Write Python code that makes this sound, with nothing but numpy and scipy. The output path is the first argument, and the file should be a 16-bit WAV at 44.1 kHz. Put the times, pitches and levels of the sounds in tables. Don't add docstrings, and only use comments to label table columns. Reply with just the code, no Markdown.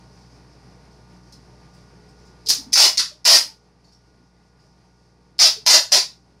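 import sys
import numpy as np
from scipy import signal
from scipy.fft import rfft, irfft, next_fast_len
from scipy.io import wavfile
from scipy.ndimage import uniform_filter1d, minimum_filter1d, map_coordinates

SR = 44100
rng = np.random.default_rng(int(sys.argv[2]) if len(sys.argv) > 2 else 0)


def waveform_to_disk(signal):
    frames = np.transpose(np.atleast_2d(signal))
    scaled = np.clip(frames, -1, 1) * 32767
    samples = np.round(scaled).astype(np.int16)
    wavfile.write(sys.argv[1], SR, samples)


N = 282240

# start_s, length_s, level_db, start_strip_m, bite_db, sharp_db, boom_db
TAPE_PULLS = [(2.461, 0.0117, -23.5, .018, -0.5, -2, 10), (2.487, 0.017, -12, .027, 1.5, 5.5, -3.5),
              (2.730, 0.0081, -1, 0.0381, -2.5, 5.5, 1.5), (2.755, 0.11, -1.5, 0.071, -5, 3.5, 11.5),
              (2.974, 0.025, -9, .042, 6, -5, 9.5), (3.252, .115, 1, .2, -11, 2.5, -6.5),
              (5.391, .085, -2, .11, -3.5, -1, -2), (5.664, 0.1, -1, 0.15, -0.5, -0.5, -0.5),
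              (5.919, 0.059, -1.5, .145, -11, -1.5, 9.5)]


def amp(db):
    return 10 ** (np.asarray(db) / 20)


def unit(x):
    return x / np.sqrt(np.mean(x ** 2) + 1e-20)


def along(points, hz):
    knots_hz, values = np.transpose(points)
    return np.interp(np.log(hz + 1), np.log(knots_hz), values)


def wobble(rate_hz):
    knots = rng.standard_normal(int(N * rate_hz / SR) + 4)
    return map_coordinates(knots, [np.arange(N) * rate_hz / SR])


def filtered(x, response):
    size = next_fast_len(N + SR // 2)
    return irfft(rfft(x, size) * response(np.fft.rfftfreq(size, 1 / SR)), size)[:N]


def minimum_phase(response, size=4096):
    gain = np.maximum(response(np.fft.rfftfreq(size, 1 / SR)), 1e-6)
    cepstrum = irfft(np.log(gain))
    cepstrum[1:size // 2] *= 2
    cepstrum[size // 2 + 1:] = 0
    impulse = irfft(np.exp(rfft(cepstrum)))
    return impulse / np.linalg.norm(impulse)


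def add(track, start_s, x):
    part = track[round(start_s * SR):][:len(x)]
    part += x[:len(part)]


def through_port(spectrum, hz):
    # frequency_hz, gain_db
    port = [(3200, 2.5), (3900, 6.5), (4650, 13.5), (5000, 15.5), (5400, 12.5), (6400, 3.5), (7700, -5),
            (9500, -2.5), (12000, -8), (15500, -10.5)]
    return amp(along(spectrum, hz) + along(port, hz))


def film(edge_hz, sharp_db, boom_db, sharp_hz=9000, boom_width=.2, leak_db=-20):
    # frequency_hz, density_db
    taut_film = [(100, -17), (250, -12.5), (450, -16), (700, -13), (1250, -16.5), (1900, -17.5),
                 (2500, -12.5), (3100, -12.5), (7000, -8.5), (15000, -17)]
    # centre_hz, width_hz, gain_db
    core_modes = [(658, 120, 5.5), (990, 60, 7.5), (1915, 240, 6.5)]

    def response(hz):
        core = sum(db / (1 + (2 * (hz - centre) / width) ** 2) for centre, width, db in core_modes)
        boom = boom_db / (1 + ((hz / edge_hz - 1) / boom_width) ** 2)
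        sharp = sharp_db * hz ** 4 / (hz ** 4 + sharp_hz ** 4)
        radiated = hz ** 4 / (hz ** 4 + edge_hz ** 4)
        ripple = 2.3 * map_coordinates(rng.standard_normal(160), [hz / 140])
        return through_port(taut_film, hz) * amp(core + boom + sharp + ripple) * (radiated + amp(leak_db))
    return minimum_phase(response)


def air(level_db=-53, waver_db=1.12):
    # frequency_hz, density_db
    room_noise = [(25, -14), (95, -3), (140, 6), (250, -2.5), (410, -6), (490, -9.5), (900, -7.5),
                  (1150, -16), (2400, -18.5), (3000, -24), (5000, -29), (9000, -25.5), (11700, -28),
                  (12500, -38.5)]
    envelope = amp(level_db + waver_db * wobble(14))
    rush = filtered(rng.standard_normal(N), lambda hz: through_port(room_noise, hz))
    return envelope * unit(rush)


def refrigerator(mains_hz=60, waver_db=2.13, drift_rad=.08):
    # harmonic_number, level_db
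    hum = [(1, -55.5), (2, -58.5), (3, -58.5), (5, -69.5), (6, -75)]
    # pitch_hz, level_db
    whine = [(419.9, -65.5), (479.1, -69.5), (780.6, -73), (920.5, -71.5), (1082, -75), (1141, -75),
             (1200, -70.5), (1443, -70), (1502, -82), (1620, -86.5), (1922, -77)]
    out, t = np.zeros(N), np.arange(N) / SR
    for hz, db in [(harmonic * mains_hz, db) for harmonic, db in hum] + whine:
        rms = amp(db + waver_db * min(hz / 400, 1) * wobble(4.4))
        phase = 2 * np.pi * (hz * t + rng.random()) + drift_rad * wobble(2.9)
        out += np.sqrt(2) * rms * np.sin(phase)
    return out


def rubbing(level_db=-66, patchy_db=2.5):
    friction = rng.standard_normal(N)
    rub = signal.fftconvolve(friction, film(edge_hz=4800, sharp_db=-10, boom_db=3.5))[:N]
    return amp(level_db + patchy_db * wobble(14)) * unit(rub)


def bumps(rise_s=.009, faint_db=-51, spread_db=3, faint_count=45):
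    # start_s, pitch_hz, level_db
    contacts = [(2.45, 433, -40.5), (2.579, 253.7, -35), (2.663, 253.3, -36), (3.11, 602, -41.5),
                (3.456, 262, -42.5), (3.48, 874, -39), (4.199, 273, -41.5), (5.56, 430, -33.5)]
    out, t = np.zeros(N), np.arange(SR // 8) / SR
    swell = (t / rise_s * np.exp(1 - t / rise_s)) ** 2
    faint = [(when * N / SR, 230 * 4 ** pitch, faint_db + spread_db * (size - 2 * pitch))
             for when, pitch, size in rng.random((faint_count, 3))]
    for start_s, hz, db in contacts + faint:
        add(out, start_s, amp(db) * swell * np.sin(2 * np.pi * hz * t))
    return out


def slips(t, rate_hz, scatter_db=1.5, tear_s=.0012):
    jitter, drift, sizes = rng.standard_normal((3, 128))
    gaps = np.exp(.17 * jitter + .04 * np.cumsum(drift)) / rate_hz
    times = np.cumsum(gaps) - gaps[0]
    inside = times < t[-1]
    snaps = np.bincount((times[inside] * SR).astype(int), amp(scatter_db * sizes[inside]), len(t))
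    tearing = signal.lfilter([1], [1, -np.exp(-1 / (tear_s * SR))], snaps)
    threads = tearing * rng.standard_normal(len(t))
    return unit(unit(snaps) + unit(threads))


def picks(slip_hz=450, faint_db=-66, spread_db=6, faint_s=.012, low_hz=2200, high_hz=5500, faint_count=12):
    # start_s, level_db, decay_s, ring_hz
    nail_picks = [(0.913, -59, .012, 3500), (1.324, -35.5, .003, 4140), (1.332, -39, .0035, 5190),
                  (1.738, -56, .021, 8030), (1.778, -70, .015, 1900), (2.086, -55.5, .013, 8460),
                  (2.254, -53, .023, 5450), (2.979, 1, .0012, 4376), (3.842, -48.5, 0.048, 4500),
                  (3.922, -42.5, 0.0133, 5445), (4.594, -55, 0.03, 5030)]
    creak_s, creak_db, creak_hz = .007, -24, 5200
    faint = [(when * N / SR, faint_db + spread_db * size, faint_s, low_hz * (high_hz / low_hz) ** pitch)
             for when, size, pitch in rng.random((faint_count, 3))]
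    creaks = [(start_s - creak_s, db + creak_db, creak_s, creak_hz) for start_s, _, db, *_ in TAPE_PULLS]
    out = np.zeros(N)
    for start_s, db, decay_s, ring_hz in nail_picks + faint + creaks:
        t = np.arange(int(2 * decay_s * SR)) / SR
        stub = film(ring_hz, sharp_db=-6, boom_db=10, boom_width=.031, leak_db=-14.5)
        scratch = amp(db) * np.exp(-t / decay_s) * slips(t, slip_hz)
        add(out, start_s, signal.fftconvolve(scratch, stub))
    return out


def tape(grip_db=3, grip_hz=90, stages=4):
    hand_m_per_s, sound_m_per_s = 1.5, 343
    speed_up_s, bite_s, stop_s = .014, .0054, .0024
    sag_db_per_s, doubling_db = 49.5, 2
    slip_hz, reference_m, slowing = 270, .17, .2
    out, grip = np.zeros(N), amp(grip_db * wobble(grip_hz))
    for start_s, length_s, db, start_m, bite_db, sharp_db, boom_db in TAPE_PULLS:
        t = np.arange(int((length_s + 3 * stop_s) * SR)) / SR
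        speed = hand_m_per_s * (1 - np.exp(-t / speed_up_s)) * (t < length_s)
        strip_m = start_m + np.cumsum(speed) / SR
        doublings = np.log2(strip_m / start_m)
        force = amp(db + bite_db * np.exp(-t / bite_s) + doubling_db * doublings - sag_db_per_s * t)
        release = np.exp(-np.maximum(t - length_s, 0) / stop_s)
        rate_hz = slip_hz * (reference_m / strip_m.mean()) ** slowing
        peel = force * release * grip[round(start_s * SR):][:len(t)] * slips(t, rate_hz)
        position = (stages - 1) * doublings / doublings[-1]
        for stage, stage_m in enumerate(np.geomspace(start_m, strip_m[-1], stages)):
            share = np.maximum(1 - np.abs(position - stage), 0)
            edge_hz = sound_m_per_s / (4 * stage_m)
            add(out, start_s, signal.fftconvolve(peel * share, film(edge_hz, sharp_db, boom_db)))
    return out


def kitchen(x, tail_db=2, build_s=.0062, early_db=-2, early_s=.009, echoes=8):
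    # frequency_hz, t60_s
    decay_times = [(200, 0.17), (1000, 0.23), (5000, 0.24), (12000, 0.22)]
    out, block = np.zeros(N), SR // 20
    for start in range(0, N, block):
        hz, t, noise = signal.stft(rng.standard_normal(SR // 4), SR, nperseg=256)
        decay = amp(-60 * t / along(decay_times, hz)[:, None])
        build = 1 - np.exp(-t / build_s)
        _, tail = signal.istft(noise * decay * build, SR, nperseg=256)
        room = amp(tail_db) * tail / np.linalg.norm(tail)
        delays = (rng.uniform(.1, 1, size=echoes) * early_s * SR).astype(int)
        room[delays] += amp(early_db) * rng.choice([-1, 1], size=echoes) / np.sqrt(echoes)
        room[0] += 1
        add(out, start / SR, signal.fftconvolve(x[start:start + block], room / np.linalg.norm(room)))
    return out


def scene():
    return (kitchen(tape() + picks() + bumps()) + refrigerator() + air() + rubbing())[None]


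def record(dry, threshold_db=-10.5, range_db=7, ceiling=.92, top_hz=15700):
    x = dry[0]
    level_db = 10 * np.log10(np.abs(uniform_filter1d(x ** 2, size=1200)) + 1e-12)
    excess_db = np.maximum.accumulate(level_db) - threshold_db
    ducked = x * amp(-np.clip(2 * excess_db, 0, range_db))
    safe_gain = ceiling / np.maximum(np.abs(ducked), ceiling)
    limited = ducked * uniform_filter1d(minimum_filter1d(safe_gain, size=65), size=65)
    return filtered(limited, lambda hz: 1 / (1 + (hz / top_hz) ** 160))[None]


dry = scene()
out = record(dry)
waveform_to_disk(out)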